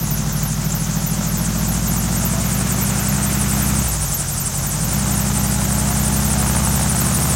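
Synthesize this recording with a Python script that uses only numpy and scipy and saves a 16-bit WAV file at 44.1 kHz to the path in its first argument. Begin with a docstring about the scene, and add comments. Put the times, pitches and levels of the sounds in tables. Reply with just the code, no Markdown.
"""A light piston helicopter runs up on a grass airfield.
The flat-four engine lopes through two exhaust pipes, then smooths out as it gathers speed.
Three main blades swish past, two of them whistling clearly in falling Doppler sweeps.
At 3.8 s the throttle is closed for about a second: the revs drop, the firing turns ragged and dull.
It opens again, the speed climbs, and near 6.6 s the buzz of the tail rotor swells."""
import sys
import numpy as np
from scipy import signal
from scipy.fft import rfft, irfft
from scipy.io import wavfile
from scipy.ndimage import uniform_filter1d

SR = 44100
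rng = np.random.default_rng(int(sys.argv[2]) if len(sys.argv) > 2 else 0)


def inscribe(sig):
    """Save sig as 16-bit PCM at rate SR to the path in sys.argv[1].

    A 1-D sig is mono; a 2-D sig holds one channel per row.
    Samples are clipped to [-1, 1] before scaling.
    """
    pcm = np.round(np.clip(np.atleast_2d(sig).T, -1, 1) * 32767)
    wavfile.write(sys.argv[1], SR, pcm.astype(np.int16))


N = 324135
TIME = np.arange(N) / SR

# cylinders in firing order: pipe (0 long, 1 short), level/dB
FIRING_ORDER = [(0, 6), (0, 4), (1, 3.5), (1, 5.5)]
# main blades: hub position/turns, whistle/dB, swish/dB
MAIN_BLADES = [(0, -28, 0), (1 / 3, -44, 0), (2 / 3, -30.5, 0.14)]


def from_db(db):
    """Decibels to gain."""
    return 10 ** (np.asarray(db) / 20)


def unit_rms(x):
    """Scale to rms 1."""
    return x / np.sqrt(np.mean(x ** 2) + 1e-20)


def evened(x):
    """Rms 1 over every third of a second; quicker throbs stay."""
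    return x / np.sqrt(np.abs(uniform_filter1d(x ** 2, size=SR // 3)) + 1e-14)


def curve(rows):
    """Breakpoints (t/s, value) at every sample."""
    return np.interp(TIME, *np.transpose(rows))


def spell(start_s, rise_s, hold_s, fall_s):
    """Trapezoid envelope, 0-1."""
    end_s = start_s + rise_s + hold_s + fall_s
    return np.clip(np.minimum((TIME - start_s) / rise_s, (end_s - TIME) / fall_s), 0, 1)


def cut(x, hz, kind, order=2):
    """Butterworth filter."""
    return signal.sosfilt(signal.butter(order, hz, kind, fs=SR, output="sos"), x)


def split(x, hz, kind):
    """Zero-phase filter; subtracting its output leaves the other band."""
    return signal.sosfiltfilt(signal.butter(4, hz, kind, fs=SR, output="sos"), x)


def drift(hz):
    """Random wander up to the given rate, rms 1."""
    return unit_rms(cut(rng.standard_normal(N + SR), hz, "low")[SR:])


def noise(spectrum):
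    """Noise shaped by rows of f/Hz, level/dB; rms 1."""
    hz, db = np.transpose(spectrum)
    bins_hz = np.maximum(np.arange(N // 2 + 1) * SR / N, 1)
    gain = from_db(np.interp(np.log(bins_hz), np.log(hz), db, left=-60))
    return unit_rms(irfft(rfft(rng.standard_normal(N)) * gain, N))


def noisy_tone(hz, width_hz):
    """Noise band around a steady or moving centre, rms 1."""
    phase = 2 * np.pi * np.cumsum(np.broadcast_to(hz, N)) / SR
    a, b = (unit_rms(cut(drift(width_hz), width_hz / 2, "low")) for _ in range(2))
    return a * np.cos(phase) + b * np.sin(phase)


def beats(phase):
    """Samples at which a phase passes a whole number."""
    return np.flatnonzero(np.diff(np.floor(phase)) > 0)


def clicks(at, heights):
    """Train of single-sample pulses."""
    return np.bincount(np.clip(at, 0, N - 1).astype(int), heights, N) + 1e-18


def doppler(turn, mach):
    """Pitch ratio of a circling source, highest at whole turns; the approach is squeezed in time."""
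    angle = np.linspace(0, 2 * np.pi, 512)
    heard_turn = (angle - mach * np.sin(angle)) / (2 * np.pi)
    return np.interp(turn % 1, heard_turn, 1 / (1 - mach * np.cos(angle)))


def load_db(law, octaves, closed):
    """Level that grows with speed and drops with the throttle shut."""
    nominal_db, db_per_octave, shut_loss_db = law
    return nominal_db + db_per_octave * octaves - shut_loss_db * closed


def whine(fade_s=.25, flicker_db=3.0, flicker_hz=14):
    """A thin, flickering whine comes and goes, each time at a slightly different pitch."""
    # whine spells: start/s, end/s, f/Hz, width/Hz, level/dB
    spells = [(1.8, 3.15, 13850, 500, -43), (3.1, 3.9, 13300, 900, -37.5), (5.1, 6.35, 14000, 200, -44),
              (6.95, 7.604, 13450, 400, -42)]
    tones = sum(from_db(db) * spell(start, fade_s, end - start - 2 * fade_s, fade_s)
                * noisy_tone(hz, width_hz) for start, end, hz, width_hz, db in spells)
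    return tones * from_db(flicker_db * drift(flicker_hz))


def rasp(hz=2000, width_hz=1700, level_db=-37):
    """A dry rasp swells and fades as the engine first gathers speed."""
    envelope = spell(start_s=1.9, rise_s=.76, hold_s=.96, fall_s=.35)
    return from_db(level_db) * envelope * noisy_tone(hz, width_hz)


def gears(rotor_hz, fade_s=.5):
    """Two faint gear tones come and go, climbing with the rotor."""
    # gear tone spells: start/s, end/s, multiple of rotor speed, width/Hz, level/dB
    spells = [(0.55, 3.2, 186, 7.4, -44.5), (5.2, 7.9, 186, 12.4, -43), (4.9, 7.2, 221, 42, -40.5)]
    return sum(from_db(db) * spell(start, fade_s, end - start - 2 * fade_s, fade_s)
               * noisy_tone(multiple * rotor_hz, width_hz) for start, end, multiple, width_hz, db in spells)


def tail_rotor(turn, level_db, slaps_per_turn=14.36, scatter_db=5.0, swell_db=5.8):
    """Small geared blades slap the air as they pass the tail boom, harder for a moment."""
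    at = beats(slaps_per_turn * turn)
    slaps = clicks(at, from_db(scatter_db * rng.uniform(-1.1, 1, len(at))))
    buzz = cut(cut(slaps, 670, "high"), 1060, "low")
    swell = np.exp(-((TIME - 6.6) / .19) ** 2)
    return from_db(level_db + swell_db * swell) * unit_rms(buzz)


def hiss(turn, rotor_hz, level_db, top_db_per_hz=1.5, swell_depth=.28, lag_turns=.19):
    """Turbulent air swells with each passing blade and brightens with rotor speed."""
    # air spectrum: f/Hz, relative level/dB
    spectrum = [(1500, -7), (3000, -3), (4200, -2.5), (5300, 5.5), (6400, 10.5), (7500, 5), (9000, 1),
                (11500, -1), (13500, 0), (16000, -17)]
    air = noise(spectrum)
    low, top = split(air, 5000, "low"), split(air, 8500, "high")
    swell = 1 + swell_depth * np.cos(2 * np.pi * len(MAIN_BLADES) * (turn - lag_turns))
    top_gain = from_db(top_db_per_hz * (rotor_hz - rotor_hz.mean()))
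    return from_db(level_db) * (low + swell * (air - low - top) + top_gain * top)


def whistles(turn, octaves, tip_hz=12880, mach=.385, lead_turns=.184, flutter_db=3.0, db_per_octave=1.0):
    """Air sings across the blade tips as they face the listener; speed roughens the tone."""
    waver = .014 * 2 ** (3.53 * octaves)
    out = 0
    for place, whistle_db, _ in MAIN_BLADES:
        swing = (turn - place + lead_turns) % 1
        ratio = doppler(swing, mach)
        hz = tip_hz * ratio * (1 + waver * drift(606))
        tone = np.sqrt(2) * np.sin(2 * np.pi * np.cumsum(hz) / SR)
        facing = np.interp(swing, [0, .05, .4, .48, .7], [0, 1, 1, .4, 0])
        beam = np.minimum(ratio, 1.03) ** 3
        out += from_db(whistle_db + flutter_db * drift(28)) * facing * beam * tone
    return out * from_db(db_per_octave * octaves)


def swishes(turn, rotor_hz, level_db, mach=.28, cycles_per_turn=1880, width_hz=950,
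            pitch_lead_turns=.145, beam_lead_turns=.12, beaming=5.5, flutter_db=3.5):
    """Vortices shed along each blade hiss at a pitch set by its speed, beamed forward on approach."""
    # blade sections: radius/tip radius, level/dB
    sections = [(.84, 2.5), (.92, 3.5), (1, -0.5)]
    out = 0
    for place, _, swish_db in MAIN_BLADES:
        for radius, db in sections:
            ratio = doppler(turn - place + pitch_lead_turns, mach * radius)
            beam = doppler(turn - place + beam_lead_turns, mach * radius) ** beaming
            gain = from_db(swish_db + db + flutter_db * drift(41))
            out += gain * beam * noisy_tone(cycles_per_turn * radius * rotor_hz * ratio, width_hz)
    return from_db(level_db) * evened(out)


def clatter(cycle, level_db, throb=.07, flutter_db=1.0):
    """Valve gear and cooling air, swelling with every firing."""
    # clatter spectrum: f/Hz, relative level/dB
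    spectrum = [(150, -8), (300, 3), (450, -2), (600, 1.5), (820, 1.5), (1000, -1), (1350, 0), (1700, -4),
                (2500, -8), (4000, -9.5), (8000, -14)]
    swell = 1 + throb * np.cos(2 * np.pi * len(FIRING_ORDER) * cycle)
    return from_db(level_db + flutter_db * drift(47)) * unit_rms(swell * noise(spectrum))


def firing(cycle, closed, long_pipe_lag_s=.0056):
    """Each bank puffs twice in a row into its own pipe, raggedly with the throttle shut."""
    ragged = .13 + .59 * closed
    jitter_s, scatter_db = .00004 + .0015 * ragged, .4 + 3.5 * ragged
    puffs = np.zeros((2, N))
    for k, (bank, db) in enumerate(FIRING_ORDER):
        at = beats(np.r_[-1, cycle[1:] - k / len(FIRING_ORDER)])
        size, late = rng.standard_normal((len(at), 2)).T
        delay_s = long_pipe_lag_s * (bank == 0) + late * jitter_s[at]
        puffs[int(bank)] += clicks(at + delay_s * SR, from_db(db + np.tanh(size) * scatter_db[at]))
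    return puffs


def pipe(puffs, modes):
    """Parallel resonances of one exhaust pipe."""
    return sum(polarity * from_db(db) * signal.lfilter(*signal.iirpeak(hz, hz / width_hz, fs=SR), puffs)
               for hz, width_hz, db, polarity in modes)


def exhaust(cycle, closed, bark_db, crossover_hz=85, dull_hz=165):
    """Puffs ring two pipes: a deep boom, and above it a bark that dulls with the throttle shut."""
    # pipe resonances: f/Hz, width/Hz, level/dB, polarity
    long_modes = [(40.6, 93, -3.5, 1), (72.2, 10.8, 1.5, -1), (151.3, 24.3, 4.5, -1), (209.8, 17.8, 1, 1),
                  (358, 63, -0.5, 1)]
    short_modes = [(54.8, 21, 0.5, -1), (95.3, 27.6, -0.5, 1), (137.7, 48.4, -1, -1), (200, 22.8, 1.5, -1),
                   (327, 20, -15, 1)]
    # deep boom: t/s, level/dB
    boom_levels = [(0.05, -30), (0.15, -28), (1.08, -30), (1.74, -25), (2.96, -29.5), (3.89, -24),
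                   (4.31, -32.5), (4.96, -27.5), (6.65, -24), (7.16, -30.5), (7.3, -26)]
    long_puffs, short_puffs = firing(cycle, closed)
    drone = pipe(long_puffs, long_modes) + pipe(short_puffs, short_modes)
    drone = cut(cut(drone, 49.4, "high", order=4), 214.3, "low", order=4)
    boom = split(drone, crossover_hz, "low")
    surge = np.cos(np.pi * (cycle - .54)) ** 24  # one cylinder barks above the rest
    lope_db = np.interp(TIME, [1, 2.3], [6, 0])
    bark = (drone - boom) * from_db(lope_db * surge)
    dullness = .14 + .62 * closed
    bark += dullness * (split(bark, dull_hz, "low") - bark)
    return from_db(curve(boom_levels)) * evened(boom) + from_db(bark_db) * evened(bark)


def scene(nominal_cycle_hz=15, nominal_rotor_hz=3.7, clatter_rotor_share=.6):
    """Engine and rotors from one spot on the grass; their speeds and the throttle drive the levels."""
    # engine speed: t/s, four-stroke cycle rate/Hz
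    engine_speeds = [(0, 12.324), (0.95, 13.355), (1.8, 14.006), (2.9, 15.196), (3.785, 16.038),
                     (4.18, 10.824), (4.36, 10.385), (4.78, 12.901), (4.92, 15.435), (5.5, 15.588),
                     (6.45, 16.33), (7.35, 17.253)]
    # main rotor speed: t/s, turn rate/Hz
    rotor_speeds = [(0, 3.042), (1, 3.2), (2, 3.459), (3, 3.682), (3.85, 3.867), (4.9, 3.709), (5.6, 3.781),
                    (6.4, 3.937), (7.35, 4.152)]
    # level laws: level at nominal speed/dB, rise per speed doubling/dB, loss with throttle shut/dB
    bark_law = (-20.5, 4.1, 4)
    clatter_law = (-28.5, 12.6, 1.0)
    swish_law = (-28, 23.5, 0.1)
    hiss_law = (-30, 10.7, 0.62)
    tail_law = (-38.5, 25, 9.1)
    cycle_hz, rotor_hz = curve(engine_speeds), curve(rotor_speeds)
    cycle = np.cumsum(cycle_hz) / SR + .032
    turn = np.cumsum(rotor_hz) / SR - .392
    engine_octaves = np.log2(cycle_hz / nominal_cycle_hz)
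    rotor_octaves = np.log2(rotor_hz / nominal_rotor_hz)
    clatter_octaves = engine_octaves + clatter_rotor_share * (rotor_octaves - engine_octaves)
    closed = spell(start_s=3.82, rise_s=.027, hold_s=.5, fall_s=.74)  # throttle: 0 open, 1 shut
    engine = (exhaust(cycle, closed, load_db(bark_law, engine_octaves, closed))
              + clatter(cycle, load_db(clatter_law, clatter_octaves, closed)))
    rotors = (swishes(turn, rotor_hz, load_db(swish_law, rotor_octaves, closed))
              + whistles(turn, rotor_octaves)
              + hiss(turn, rotor_hz, load_db(hiss_law, rotor_octaves, closed))
              + tail_rotor(turn, load_db(tail_law, rotor_octaves, closed)))
    return np.tile(engine + gears(rotor_hz) + whine() + rasp() + rotors, (2, 1))


def record(dry):
    """Steep low-pass at 15.9 kHz."""
    return signal.sosfilt(signal.ellip(12, .1, 90, 15900, fs=SR, output="sos"), dry)


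dry = scene()
out = record(dry)
inscribe(out)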